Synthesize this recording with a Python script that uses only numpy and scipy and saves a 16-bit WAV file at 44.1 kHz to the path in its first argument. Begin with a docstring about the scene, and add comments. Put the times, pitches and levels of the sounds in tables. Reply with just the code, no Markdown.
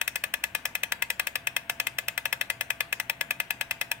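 """A hand-cranked toy film viewer

About ten times a second a pawl slips off a tooth, snaps home and chatters, close by, louder on the left.
Each impact excites the damped modes of the hollow plastic case, with a bright snap and a dense clatter.
Gear friction whirrs faintly between the clicks; a small room reverberates, over a low rumble and hum."""
import sys
import numpy as np
from scipy import signal
from scipy.fft import rfft, irfft, next_fast_len
from scipy.io import wavfile
from scipy.ndimage import map_coordinates

SR = 44100
rng = np.random.default_rng(int(sys.argv[2]) if len(sys.argv) > 2 else 0)


def waveform_to_disk(signal):
    """Save audio, clipped to [-1, 1], as 16-bit WAV at the path in sys.argv[1]."""
    frames = np.transpose(np.atleast_2d(signal))
    scaled = np.clip(frames, -1, 1) * 32767
    samples = np.round(scaled).astype(np.int16)
    wavfile.write(sys.argv[1], SR, samples)


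N = 176400

# spectrum of the rumble (frequency [Hz], relative level [dB])
RUMBLE_SPECTRUM = [(20, -11), (50, -17), (68, -3), (125, 0.5), (180, -1.5), (260, -2), (400, -11),
                   (900, -6.5), (2000, -28), (5000, -30.5), (16000, -32)]
# tones of the hum (frequency [Hz], initial level [dB], settled level [dB])
HUM_TONES = [(62, -65.5, -67.5), (124.3, -77, -62.5), (676, -65.5, -60.5)]
# spectrum of the gear friction (frequency [Hz], relative level [dB])
GEAR_SPECTRUM = [(300, -12), (1100, -22), (1500, 3.5), (1850, 1.5), (2550, 2), (3300, -6), (5000, -24),
                 (7000, -64), (8400, -14), (10000, -35), (12500, -22), (16000, -18.5)]
# reverberation time of the room (frequency [Hz], T60 [s])
ROOM_DECAY = [(300, 0.71), (2000, 0.2), (8000, 0.25), (16000, 0.13)]
# colouring of the reverberation (frequency [Hz], gain [dB])
ROOM_GAIN = [(300, -2), (1200, 5.5), (2400, 0.5), (4500, 2), (8300, 1.5), (10000, -2), (15000, -1)]
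# impacts of the pawl (time [s], relative ring level [dB], relative snap level [dB])
IMPACTS = [(0.015, 0.6, 0.3), (0.0788, -0.5, 1.1), (0.1587, -0.8, 0.3), (0.2396, -0.7, -0.6),
           (0.34, -0.3, -0.8), (0.4398, 0, 0.5), (0.551, 0.3, 1), (0.6555, -0.6, 1.1), (0.7535, -0.3, 0.2),
           (0.8349, 0.6, -0.7), (0.9225, 0, 0.3), (1.0238, 1, 0), (1.1037, 0.5, 0.0), (1.1979, 1.5, 0.2),
           (1.2716, -0.2, -0.8), (1.3569, -0.1, -1.5), (1.4721, 0, -1.8), (1.5662, 1, 1.1),
           (1.698, 0.1, 1.6), (1.801, 0.5, -0.5), (1.8703, 0, -1.2), (1.9866, -0.8, 0),
           (2.0844, -0.5, -1.6), (2.1786, -1, -1.2), (2.2564, 0.8, -1), (2.3284, 1, 0.6),
           (2.4131, 0.9, -1.3), (2.502, 0.6, -1), (2.6107, -0.7, -0.4), (2.705, 0.5, -1), (2.8072, 1, -1),
           (2.9279, 0.5, -0.7), (3.0008, -0.7, -1.5), (3.0986, 0.8, 0), (3.2116, 0.5, -1),
           (3.3089, 0.7, -0.7), (3.4021, 0.5, -2), (3.5072, -0.3, -0.9), (3.6119, 0.7, -1.8),
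           (3.7113, 0.5, -1.5), (3.814, 0.6, 0.1), (3.9164, 0.4, -0.1)]
# modes of the case (frequency [Hz], relative level [dB], T60 [s])
CASE_MODES = [(505, -27.5, 0.08), (605.5, -28.5, 0.064), (720, -31.5, 0.09), (927, -23.5, 0.062),
              (1207, -24.5, 0.041), (1584, -38, 0.3), (1717, -12, 0.048), (1933, -20.5, 0.035),
              (2057, -8, 0.034), (2500, -9.5, 0.037), (2572, -4, 0.029), (2790, -22, 0.023),
              (3150, -15.5, 0.014), (3820, -31.5, 0.042)]
# resonances of the pawl (frequency [Hz], bandwidth [Hz], relative level [dB])
PAWL_RESONANCES = [(5320, 160, -2), (6140, 190, -44.5), (6250, 260, -8.5), (8010, 1300, -4.5),
                   (9320, 167, -7.5), (11230, 350, -3), (12300, 440, -4.5), (13300, 490, -10.5),
                   (14560, 520, -4), (16000, 580, -10)]
# spectrum of the plastic's clatter (frequency [Hz], relative level [dB])
CLATTER_SPECTRUM = [(200, -50), (420, -30), (550, -24), (1100, -11), (1700, 0), (2000, 5.5), (2300, 3.5),
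                    (2550, -17), (2850, -1), (3300, 4.5), (4200, -5), (16000, -49)]
# level difference of the direct sound (frequency [Hz], left over right [dB])
TOY_BALANCE = [(500, 2), (900, 3), (1300, 6), (1750, 14), (2100, 10), (2600, 9), (3300, 10), (4500, 0),
               (6700, -1), (8300, 2), (13000, 2), (15500, 4.5)]
# phase difference of the direct sound (frequency [Hz], left minus right [rad])
TOY_PHASE_SHIFT = [(300, 0), (1210, .5), (3190, -1.9), (4740, -4.1), (6200, -5.5), (7320, -3.2),
                   (9470, -7.2), (10500, -5.5), (11200, -10.1), (14600, -12.8)]

CASE_DB, SNAP_DB, CLATTER_DB = -16.5, -23.5, -28.5
RUMBLE_DB, GEARS_DB, ROOM_DB = -55.5, -53.5, -15.5
SLIP_LEAD_S, TICK_LEAD_S, TICK_SCATTER_S = .003, .001513, .00029  # slip and tick precede the snap


def amp(db):
    return 10 ** (np.asarray(db) / 20)


def unit_rms(x):
    return x / np.sqrt(np.mean(x ** 2) + 1e-20)


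def along(points, hz):
    """Interpolation on a logarithmic frequency axis."""
    f, v = np.transpose(points)
    return np.interp(np.log(hz + 1), np.log(f + 1), v)


def pan(db):
    """A level difference between left and right gives direction."""
    return amp(np.array([[db], [-db]]) / 2)


def filtered(x, response):
    """Linear filtering multiplies the spectrum by a frequency response."""
    n = x.shape[-1]
    m = next_fast_len(n + 4096)
    return irfft(rfft(x, m) * response(np.fft.rfftfreq(m, 1 / SR)), m)[..., :n]


def noise(response, width):
    """Coloured noise of unit rms; the side-to-mid ratio, width, decorrelates the channels."""
    mid, side = filtered(rng.standard_normal((2, N)), response)
    return unit_rms(np.array([mid + width * side, mid - width * side]))


def wobble(rate):
    """Smooth random modulation through rate knots a second."""
    return map_coordinates(rng.standard_normal(int(N * rate / SR) + 4), [np.arange(N) * rate / SR])


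def add(track, start_s, sound):
    """Superposition of a sound on the track."""
    i = round(start_s * SR)
    part = sound[..., max(-i, 0):N - i]
    track[..., max(i, 0):max(i, 0) + part.shape[-1]] += part


def burst(t, t60, rise_s=.0064):
    """Exponential growth up to time 0, then exponential decay."""
    return amp(-60 * np.maximum(-t / rise_s, t / t60))


def background(settling_s=(1.2, 1.6)):
    """Low-frequency noise and a hum, modulated in amplitude and phase, that grows a little overall."""
    t = np.arange(N) / SR
    hum = np.zeros(N)
    for hz, initial_db, settled_db in HUM_TONES:
        rms = amp(np.interp(t, settling_s, [initial_db, settled_db]) + wobble(17))
        hum += rms * np.sqrt(2) * np.sin(2 * np.pi * hz * t + wobble(10))
    return hum + amp(RUMBLE_DB) * noise(lambda f: amp(along(RUMBLE_SPECTRUM, f)), width=.17)


def gears(waver_db=.5):
    """Uneven sliding friction radiates noise of wavering level."""
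    envelope = amp(GEARS_DB + waver_db * wobble(29.7))
    return envelope * pan(db=7) * noise(lambda f: amp(along(GEAR_SPECTRUM, f)), width=.9)


def room(source):
    """Diffuse reverberation: each click is convolved with its own noise tail, shorter in the treble."""
    out = np.zeros((2, N))
    midpoints = [int((a[0] + b[0]) / 2 * SR) for a, b in zip(IMPACTS, IMPACTS[1:])]
    for i, j in zip([0] + midpoints, midpoints + [N]):
        hz, t, spectra = signal.stft(rng.standard_normal((2, SR // 3)), SR, nperseg=256)
        decay = amp(-60 * t / along(ROOM_DECAY, hz)[:, None])
        tail = signal.istft(spectra * decay, SR, nperseg=256)[1]
        tail = np.pad(tail / np.linalg.norm(tail[0]), ((0, 0), (200, 0)))  # arrives 4.5 ms late
        add(out, i / SR, signal.fftconvolve(source[:, i:j].mean(0)[None], tail, axes=1))
    return pan(db=2.5) * filtered(out, lambda f: amp(along(ROOM_GAIN, f)))


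def contact_force(t, slip_db=-19, tick_db=-12, chatter_db=-12, chatter_t60=.009):
    """Impulsive excitation: a faint slip, a tick off the tooth, the snap, then dying chatter."""
    chatter = rng.standard_normal(len(t)) * (t > 0) * amp(-60 * abs(t) / chatter_t60)
    force = amp(chatter_db) * chatter / np.linalg.norm(chatter)
    for lead, db in (SLIP_LEAD_S, slip_db), (TICK_LEAD_S, tick_db):
        force[np.argmin(abs(t + lead + TICK_SCATTER_S * rng.normal()))] += amp(db)
    force[np.argmin(abs(t))] += 1  # the snap
    return force


def case(detune=.007, scatter_db=1.2, low_cut_hz=531):
    """Contact drives damped modes; a box small against the wavelength radiates little bass."""
    out, t = np.zeros(N), np.arange(SR // 2) / SR
    contact_t = np.arange(-300, 600) / SR
    for onset, ring_db, _ in IMPACTS:
        ring = np.zeros(len(t))
        for hz, mode_db, t60 in CASE_MODES:
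            age = t[t < 2 * t60]
            envelope = amp(mode_db + scatter_db * rng.normal() - 60 * age / t60)
            mode_hz = hz * (1 + detune * rng.normal())
            ring[:len(age)] += envelope * np.sin(2 * np.pi * mode_hz * age + np.pi / 4)
        clack = signal.fftconvolve(ring, contact_force(contact_t))
        clack *= np.linalg.norm(ring) / np.linalg.norm(clack)
        add(out, onset + contact_t[0], amp(CASE_DB + ring_db) * clack)
    return signal.sosfilt(signal.cheby1(5, 1, low_cut_hz, "high", fs=SR, output="sos"), out)


def pawl(damping, tail_db=-12.5, tick_db=-13.5):
    """Noise bursts excite the pawl's resonances; the plastic's dense modes merge into a clatter."""
    def resonances(f):
        powers = (amp(db) ** 2 * (f * band) ** 2 / ((hz * hz - f * f) ** 2 + (f * band * damping) ** 2)
                  for hz, band, db in PAWL_RESONANCES)
        return np.sqrt(sum(powers))

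    snap_envelope, clatter_envelope = np.zeros((2, N))
    t = np.arange(-SR // 100, SR // 10) / SR
    for onset, ring_db, snap_db in IMPACTS:
        lead = TICK_LEAD_S + TICK_SCATTER_S * rng.normal()
        tick = amp(tick_db) * burst(t + lead, t60=.014)
        strike = burst(t, t60=.014) + amp(tail_db) * burst(t, t60=.054)
        add(snap_envelope, onset + t[0], amp(snap_db) * np.maximum(strike, tick))
        add(clatter_envelope, onset + t[0], amp(ring_db) * burst(t, t60=.042))
    snap = snap_envelope * noise(resonances, width=1 / np.pi)
    clatter = clatter_envelope * noise(lambda f: amp(along(CLATTER_SPECTRUM, f)), width=1)
    return amp(SNAP_DB) * snap + amp(CLATTER_DB) * clatter


def scene():
    """Direct and reverberant fields add; the toy is louder on the left."""
    def stereo(f):
        """Level and phase differences vary with frequency; the right mostly leads, widening the clicks."""
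        sides = np.array([[1], [-1]])
        return amp(sides * along(TOY_BALANCE, f) / 2) * np.exp(.5j * sides * along(TOY_PHASE_SHIFT, f))

    clack = case()
    direct = filtered(clack + pawl(damping=.93), stereo)
    reverberant = room(clack + pawl(damping=12))  # heard from all sides, the resonances blur
    return direct + amp(ROOM_DB) * reverberant + gears() + background()


def record(dry, ceiling=.5, cutoff_hz=16000):
    """Soft saturation rounds the highest peaks; a steep low-pass limits the bandwidth."""
    rounded = dry / (1 + (dry / ceiling) ** 4) ** .25
    return filtered(rounded, lambda hz: 1 / (1 + (hz / cutoff_hz) ** 120))


dry = scene()
out = record(dry)
waveform_to_disk(out)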